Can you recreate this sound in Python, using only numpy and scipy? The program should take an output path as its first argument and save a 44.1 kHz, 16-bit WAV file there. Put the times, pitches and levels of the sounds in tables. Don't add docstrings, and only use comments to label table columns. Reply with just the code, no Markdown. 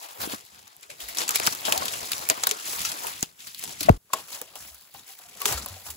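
import sys
import numpy as np
from scipy import signal
from scipy.fft import rfft, irfft, next_fast_len
from scipy.io import wavfile
from scipy.ndimage import uniform_filter1d

SR = 44100
rng = np.random.default_rng(int(sys.argv[2]) if len(sys.argv) > 2 else 0)


def log_audio(samples):
    frames = np.atleast_2d(samples).T
    limited = np.clip(frames, -1, 1)
    pcm = np.round(limited * 32767).astype(np.int16)
    wavfile.write(sys.argv[1], SR, pcm)


def how_loud(loudness_db):
    steps = np.asarray(loudness_db, float) / 20
    return 10 ** steps


N = 263096
CUT_S = 3.975
SIZE = next_fast_len(N + SR // 4)
HZ = np.fft.rfftfreq(SIZE, 1 / SR) + 1e-3
TIME = np.arange(N) / SR

# start_s, level_db (before the layer gains), treble_db (relative to level_db),
# burst_t60_s (played no longer than 0.15), centre_hz
SNAPS = [(0.2166, -22, -12, 0.14, 4760), (.547, -33, -20, .015, 2100), (.678, -31, -14, .012, 6500),
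         (.83, -27, -34, 0.09, 2360), (0.9024, -24, -31, 0.22, 2360), (1.0042, -25, -16, 0.18, 3120),
         (1.087, -21, -13, 0.12, 2040), (1.149, -23, -14, 0.048, 6720), (1.1718, -12.5, -15, 0.02, 3340),
         (1.1851, -7.5, -31, 0.035, 6000), (1.28, -11.5, -20, 0.044, 7000),
         (1.2918, -4.5, -13, 0.015, 7500), (1.308, -11, -10, .03, 6500), (1.3572, -4.5, -11, 0.035, 2430),
         (1.3998, -5.5, -11.5, 0.0083, 2420), (1.467, -1, -11, 0.0091, 6800),
         (1.472, 0.5, -29, 0.014, 5400), (1.5251, -14, -14, 0.042, 5860), (1.6538, -11, -35, 0.18, 3050),
         (1.7239, 1, -17, 0.027, 2600), (1.7776, -7, -12, .016, 7040), (1.8565, -15, -9, .025, 3500),
         (1.8822, -9.5, -50, 0.052, 3560), (1.937, -16, -29, 0.18, 2760), (2.1191, -8.5, -14, 0.032, 4600),
         (2.132, -11, -21, 0.037, 3600), (2.1806, -19, -7, .011, 5500), (2.2895, -9.5, -2.5, 0.0061, 7200),
         (2.2999, 6, -16.5, 0.012, 7440), (2.4367, -2.5, -35, 0.027, 6440), (2.4705, 1.5, -8.5, 0.01, 3440),
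         (2.4922, -11.5, -35, 0.059, 6800), (2.5124, -5.5, -16, 0.027, 6650),
         (2.6556, -21, -16, .051, 7300), (2.8061, -12, -26, 0.011, 5100), (2.8506, -10.5, -24, 0.13, 5600),
         (2.918, -14, -19, 0.023, 5500), (3.0693, -14.5, -13, 0.029, 2530),
         (3.2278, -3.5, -14, 0.0087, 6500), (3.4042, -28, -18, .045, 3620), (3.472, -27, -13.5, 0.12, 4460),
         (3.547, -24.5, -17.5, 0.034, 4000), (3.5931, -25, -9, 0.035, 7700),
         (3.6389, -17, -16, 0.044, 7800), (3.8083, -11, -13.5, 0.032, 4400),
         (3.831, -15, -13.5, .034, 4280), (3.8923, -10, -25.5, 0.02, 2080),
         (4.1346, -7, -12.5, 0.032, 7700), (4.4156, -16, -5.5, 0.008, 7860),
         (4.556, -23.5, -12, 0.025, 2970), (4.7463, -35.5, -4, .035, 5920), (4.9404, -39, -5, 0.05, 7150),
         (4.995, -29.5, -15, .012, 3820), (5.19, -33, -9, .03, 3200), (5.402, -31, -12, .013, 7030),
         (5.418, -13.5, -11, 0.021, 2720), (5.4566, 0.5, -16.5, 0.03, 8200),
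         (5.5251, -14, -4.5, .012, 7040), (5.5775, -18.5, -16, 0.11, 7100), (5.661, -22, -4, .013, 7240),
         (5.904, -23.5, -7.5, 0.063, 7650)]
EDGES_HZ = [259, 1254, 8900]


def shape(x, gain):
    return irfft(rfft(x, SIZE) * gain, SIZE)[..., :N]


def read(table):
    hz, value = np.transpose(table)
    return np.interp(np.log(HZ), np.log(hz), value)


def resonance(x, hz, sharpness):
    return signal.lfilter(*signal.iirpeak(hz, sharpness, SR), x)


def walk(per_s):
    size = int(SR / per_s)
    x = uniform_filter1d(uniform_filter1d(rng.standard_normal(N), size), size)
    return x / x.std()


def grains(per_s, spread_db, tail_s):
    size_db = np.minimum(spread_db * rng.exponential(size=N), 15)
    hits = (rng.random(N) < per_s / SR) * how_loud(size_db)
    power = signal.lfilter([1], [1, -np.exp(-1 / (tail_s * SR))], hits ** 2)
    return np.sqrt(power / power.mean())


def band(k):
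    # frequency_hz, relative_level_db (per Hz)
    colour = [(30, -23), (70, -3.5), (220, -5), (330, -4), (700, 2), (1200, 2), (1800, 1), (2500, 2),
              (3800, 2.5), (5200, 2.5), (7000, 2.5), (9500, 4.5), (12000, 4.5), (15500, 5)]
    edges = [20.] + list(EDGES_HZ) + [SR]
    below, above = (edges[k] / HZ) ** 6, (HZ / edges[k + 1]) ** 6
    gain = how_loud(read(colour)) / np.sqrt((1 + below) * (1 + above))
    return gain / np.sqrt(np.mean(gain ** 2))


def woods():
    colour = band(1) * how_loud(-8.0) + band(2) + band(3) * how_loud(8.5)
    return how_loud(-74) * shape(rng.standard_normal((2, N)), colour)


def knocks():
    # start_s, level_db (before ring gain), ring_hz, t60_s, roughness (0 to 1)
    knock_rows = [(.235, -33, 907, 0.055, 0.67), (.273, -32, 303, 0.034, 0.65),
                  (.334, -32, 312, 0.05, 0.83), (.895, -48, 582, .069, 0), (1.297, -35, 1240, .06, 0),
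                  (1.4, -20.5, 540, 0.022, .56), (1.474, -14, 1516, 0.024, 0.49),
                  (1.68, -28, 837, 0.1, 0.67), (1.725, -30, 604, 0.11, 0.6), (1.759, -33.5, 764, 0.16, 0.2),
                  (1.819, -26, 1090, 0.052, 0.34), (2.033, -34.5, 630, 0.026, 0.7),
                  (2.301, -25, 643, 0.09, 0.57), (2.376, -34.5, 1190, .037, 0.66),
                  (2.434, -27.5, 1280, 0.048, 0.6), (2.469, -15, 1550, 0.024, 0.39),
                  (2.514, -36.5, 429, 0.09, 0.02), (2.849, -33, 1330, 0.08, 0),
                  (3.045, -34, 908, 0.1, 0.42), (3.636, -39.5, 590, .034, 0.46),
                  (3.811, -34.5, 305, 0.059, 0.5), (4.101, -50.5, 1084, 0.057, .37),
                  (4.134, -15, 1080, 0.034, 0.25), (4.143, -38.5, 646, 0.1, 0.34),
                  (4.155, -44, 1088, 0.11, 0.1), (4.415, -35.5, 490, 0.043, 0.45),
                  (4.554, -49, 792, 0.12, 0.53), (4.945, -44.5, 800, .08, 0.34),
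                  (5.093, -54.5, 776, 0.1, 0.25), (5.195, -56, 740, 0.13, 0.44), (5.25, -64, 710, .3, 0),
                  (5.358, -50, 686, 0.07, 0.3), (5.414, -35.5, 1128, 0.089, .1),
                  (5.455, -35, 933, 0.079, .3), (5.462, -36.5, 413, 0.11, 0.33),
                  (5.575, -35, 1355, .077, 0.34), (5.661, -35.5, 1060, .035, 0.37),
                  (5.764, -52, 760, 0.1, 0.25)]
    t = np.arange(SR // 5) / SR
    out = np.zeros((2, N + len(t)))
    for s, level_db, hz, t60, rough in knock_rows:
        ring = rough * 18.0 * resonance(rng.standard_normal((2, len(t))), hz, 1.19)
        ring[0] += (1 - rough) * 3.44 * np.sin(2 * np.pi * hz * t)
        env = (1 - np.exp(-t / 0.0018)) * np.exp(-t * np.log(1000) / t60)
        start = int(s * SR)
        out[:, start:start + len(t)] += how_loud(level_db) * env * ring
    return shape(out[:, :N], 1 / (1 + (HZ / 1820.0) ** 4))


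def thumps():
    # start_s, level_db (before the swell), first_hz, last_hz, t60_s
    ground_hits = [(.338, -44, 500, 120, .025), (1.025, -46, 90, 55, 0.33), (1.477, -21.5, 303, 106, 0.017),
                   (3.23, -13.5, 376, 89, 0.0095), (3.893, 2, 1450, 418, .035),
                   (3.898, 3.5, 457, 83, 0.058), (3.899, -13.5, 59.8, 43.8, .17),
                   (4.61, -50, 100, 69, 0.21), (4.71, -49, 100, 69.5, 0.23), (5.512, -29, 201, 110, 0.086),
                   (5.544, -26, 111, 67, 0.22), (5.7, -35.5, 87, 91.5, 0.31), (5.89, -39, 90, 75, 0.22)]
    # pitch_hz, level_db (before the swell), t60_s
    pole_modes = [(649, 12, 0.031), (1050, -8, 0.034), (1430, -9.5, .03)]
    landing_s, landing_swell_s = 3.8855, 0.006
    rings = [(*row, 0.029 * row[-1]) for row in ground_hits]
    rings += [(landing_s, db, hz, hz, t60, landing_swell_s) for hz, db, t60 in pole_modes]
    out = np.zeros(N)
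    for s, level_db, first_hz, last_hz, t60, swell_s in rings:
        t = np.maximum(TIME - s, 0)
        hz = last_hz + (first_hz - last_hz) * np.exp(-t / 0.0028)
        env = (1 - np.exp(-t / max(swell_s, 1e-4))) * np.exp(-t * np.log(1000) / t60)
        phase = 2 * np.pi * np.cumsum(hz * (t > 0)) / SR
        out += how_loud(level_db) * env * np.sin(phase)
    return out * ((TIME < CUT_S) | (TIME > 4.1))


def brushing():
    # time_s, rustle_db, wood_scrape_db,
    # ground_rumble_db (all before the grain gains), treble_db (relative to rustle)
    steady = [
        [(0.0, -46.5, -50.5, -80, -5), (0.22, -50, -49, -80, 2.5), (0.35, -51.5, -64.5, -65.5, -6),
         (0.7, -56, -62, -69, -11), (0.89, -59, -69, -76, -14), (0.97, -56, -67, -70, -3),
         (1.1, -44, -51.5, -66, -2), (1.35, -55, -46, -67, -30), (1.49, -39, -52, -60, -4),
         (1.7, -41.5, -44, -59, -4), (1.83, -35, -39, -51, -10.5), (2.09, -38.5, -44, -55, -4.5),
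         (2.55, -41, -45, -60.5, -13), (2.68, -37, -50, -62, -1), (2.92, -40.5, -43, -60, -6.5),
         (3.08, -37, -47, -59, -1), (3.22, -45, -57, -61, -8.5), (3.45, -75, -76.5, -73.5, -5),
         (3.58, -44.5, -66.5, -64.5, -4), (3.71, -42, -52.5, -55.5, -5.5), (3.79, -49.5, -59, -58, -9),
         (3.84, -54, -58, -56.5, -7), (3.91, -60, -69.5, -52, -7.5), (3.97, -52, -76, -56, -3)],
        [(3.98, -79, -90.5, -76.5, -3.5), (4.162, -60.5, -73.5, -73.5, -9.5), (4.288, -47.5, -55, -70, -0.5),
         (4.438, -51, -57, -65.5, -4.5), (4.582, -57.5, -61.5, -66.5, 0), (4.752, -54.5, -66, -78, 3.5),
         (5.002, -58.5, -72.5, -75.5, -2.5), (5.134, -54, -71.5, -79, 3), (5.328, -51, -62, -65, -6.5),
         (5.41, -43, -51, -67, -4), (5.538, -44, -48, -61, -3), (5.636, -43.5, -50, -51, -10),
         (5.814, -51, -59.5, -63, 2), (5.966, -50, -63, -61, -1)],
    ]
    s, *columns = np.vstack(steady).T
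    return np.array([np.interp(TIME, s, c) for c in columns])


def small_snaps():
    count, t60_s, treble_db = 50, 0.003, -2.5
    above_brushing_db, spread_db = 11.5, 2.5
    low_hz, high_hz = 2401, 7499
    s, size, pitch = rng.random((count, 3)).T
    s = s * TIME[-1]
    level_db = np.interp(s, TIME, brushing()[0]) + above_brushing_db - spread_db * np.log(size + 1e-3)
    centre_hz = low_hz + (high_hz - low_hz) * pitch
    return [(a, b, treble_db, t60_s, c) for a, b, c in zip(s, level_db, centre_hz)]


def snaps():
    lead = SR // 100
    t = np.arange(-lead, SR // 8) / SR
    layers = np.zeros((2, 2, N + len(t)))
    for s, level_db, treble_db, t60, centre_hz in SNAPS + small_snaps():
        noise = rng.standard_normal((3, 2, len(t)))
        at = slice(int(s * SR), int(s * SR) + len(t))
        fall = np.log(1000) / np.clip(t60, .003, .15)
        tick = np.exp(-abs(t) / 0.00012)
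        roughness = how_loud(12.25 * uniform_filter1d(noise[2, 0], 16))
        swell_and_fall = np.exp(-np.maximum(t, 0) * fall + np.minimum(t, 0) * fall * 6.3)
        burst = tick + 0.5 * roughness * swell_and_fall
        crack = how_loud(level_db) * burst * noise[0]
        layers[0, :, at] += .5 * crack + 0.97 * resonance(crack, centre_hz, 6.2)
        layers[1, :, at] += how_loud(level_db + treble_db) * burst * noise[1]
    body, treble = layers[..., lead:lead + N]
    return how_loud(-4.5) * shape(body, band(2)) + how_loud(6.0) * shape(treble, band(3))


def stirred():
    # start_s, hold_s,
    # rustle_db, scrape_db, rumble_db (all before the grain gains)
    sweeps = [(0.036, 0.015, -42.5, -48, -74), (0.212, 0.047, -35, -40.5, -50),
              (0.294, 0.05, -36, -45, -52.5), (0.57, 0.046, -55.5, -61, -74),
              (0.844, 0.0089, -73, -57.5, -80), (0.917, 0.011, -58, -52.5, -64),
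              (1.011, 0.032, -42, -47.5, -69), (1.193, 0.033, -29.5, -35.5, -70),
              (1.302, 0.014, -37, -38.5, -58), (1.356, 0.0088, -26, -37.5, -53),
              (1.425, 0.051, -31, -38, -46), (1.526, 0.0081, -41, -43, -66), (1.658, .05, -32, -35, -50),
              (1.74, .02, -35.5, -36.5, -55), (1.808, 0.03, -34, -37.5, -58),
              (2.672, 0.096, -36, -43.5, -59), (2.78, 0.14, -35.5, -52.5, -57),
              (3.036, 0.033, -56, -42.5, -63.5), (3.397, 0.12, -47.5, -61, -68.5),
              (3.468, .01, -51, -71, -62.5), (3.621, .04, -46, -53, -67), (3.682, 0.048, -48, -51, -52),
              (3.807, 0.047, -36.5, -58, -54), (3.893, 0.0032, -42.5, -36, -28.5),
              (4.151, 0.052, -42, -47.5, -64.5), (4.327, 0.041, -40, -55, -64.5),
              (4.565, 0.018, -46.5, -60.5, -65), (4.611, 0.072, -47, -63, -66.5),
              (4.952, 0.054, -50, -63, -65), (5.082, 0.035, -48, -60.5, -83.5),
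              (5.43, 0.016, -45, -48, -74), (5.481, 0.052, -30.5, -38.5, -51.5),
              (5.86, 0.021, -42.5, -52.5, -71)]
    # rustle_db, scrape_db, rumble_db
    snap_burst_db = np.array((-25, -33, -52))
    sweep_slopes, snap_slopes = (461.5, 316), (4001, 897.5)
    *steady_db, treble_db = brushing()
    power = how_loud(2 * np.array(steady_db))
    bursts = [(s, hold, db, *sweep_slopes) for s, hold, *db in sweeps]
    bursts += [(s, 0, db + snap_burst_db, *snap_slopes) for s, db, *_ in SNAPS]
    for s, hold, db, rise, fall in bursts:
        end = s + hold + .3
        if s <= CUT_S:
            end = min(end, CUT_S)
        at = slice(max(int((s - .2) * SR), 0), int(end * SR))
        t = TIME[at] - s
        slope_db = rise * np.minimum(t, 0) - fall * np.maximum(t - hold, 0)
        power[:, at] += how_loud(2 * (np.array(db)[:, None] + slope_db))
    levels_db = 10 * np.log10(power)
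    return [*levels_db, levels_db[0] + treble_db]


def litter():
    rustle_db, scrape_db, rumble_db, treble_db = stirred()
    rumble_env = how_loud(rumble_db) * grains(160, 7.1, 0.012)
    out = shape(rng.standard_normal((2, N)) * rumble_env, band(0))
    crackle = grains(700, 2.6, 0.0016)
    for k, level_db in ((1, scrape_db), (2, rustle_db), (3, treble_db)):
        level, colour = how_loud(level_db), band(k)
        centres = EDGES_HZ[k - 1] * 2 ** np.arange(.25, 2.5 if k < 3 else 1, .5)
        near = 1 / (1 + (np.log2(HZ[:, None] / centres) / .25) ** 6)
        share = np.sqrt(near / near.sum(axis=1, keepdims=True))
        for j, hz in enumerate(centres):
            own = grains(.04 * hz, 0.91, 17.0 / hz) * how_loud(2.07 * walk(24))
            chopped = rng.standard_normal((2, N)) * level * (0.65 * own + 0.51 * crackle)
            out += shape(chopped, colour * share[:, j])
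    return out


def ports(common, other):
    # frequency_hz, left_lead_rad
    lead_near = [(0, 0), (520, 2.1), (1460, 2.9), (2840, 6.9), (3880, 7.1), (5300, 5.3), (6400, 6.9)]
    # frequency_hz, left_lead_rad
    lead_far = [(0, 0), (700, .5), (2330, 1.5), (4300, .85), (5500, 3.1), (6400, 7.3)]
    # frequency_hz, left_lead_rad
    lead_treble = [(6900, 6.55), (7400, 5.8), (8960, np.pi), (11050, 0), (11500, -.4), (13180, -np.pi),
                   (15200, -6.15), (16700, -6.4)]
    # frequency_hz, amplitude_share (0 to 1)
    likeness = [(60, 0.86), (300, 0.89), (1200, 0.67), (2200, 0.18), (3300, 0.6), (4800, 0.25),
                (5800, 0.073), (6900, 0.6), (8000, 0.99), (16000, 1)]
    # frequency_hz, left_minus_right_db
    balance = [(60, 0), (250, 0), (400, 2.5), (700, 5.5), (1290, 2.5), (2380, 2.5), (4400, 4.5), (6500, 3),
               (8000, 0), (15000, 0)]
    like = np.clip(read(likeness), 0, 1)
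    half = how_loud(read(balance) / 2)
    left = shape(common, half)
    right = shape(common, like / half) + shape(other, np.sqrt(1 - like ** 2) / half)
    lagged = np.zeros(N)
    for part, lead in ((TIME < CUT_S, lead_near), (TIME >= CUT_S, lead_far)):
        lag = np.interp(HZ, *np.transpose(lead + lead_treble))
        lagged += shape(right * part, np.exp(-1j * lag))
    return np.array([left, lagged])


def scene():
    common, other = woods() + knocks() + snaps() + litter()
    return ports(common + thumps(), other)


def band_limit(x):
    return signal.sosfilt(signal.butter(12, 17140, fs=SR, output="sos"), x)


def record(dry):
    rounded = np.tanh(1.15 * dry) / 1.15
    shelf_db = -20 / (1 + np.exp((15800 - HZ) / 40)) - 60 / (1 + np.exp((17100 - HZ) / 40))
    mix = shape(rounded, how_loud(shelf_db))
    return band_limit(mix)


dry = scene()
out = record(dry)
log_audio(out)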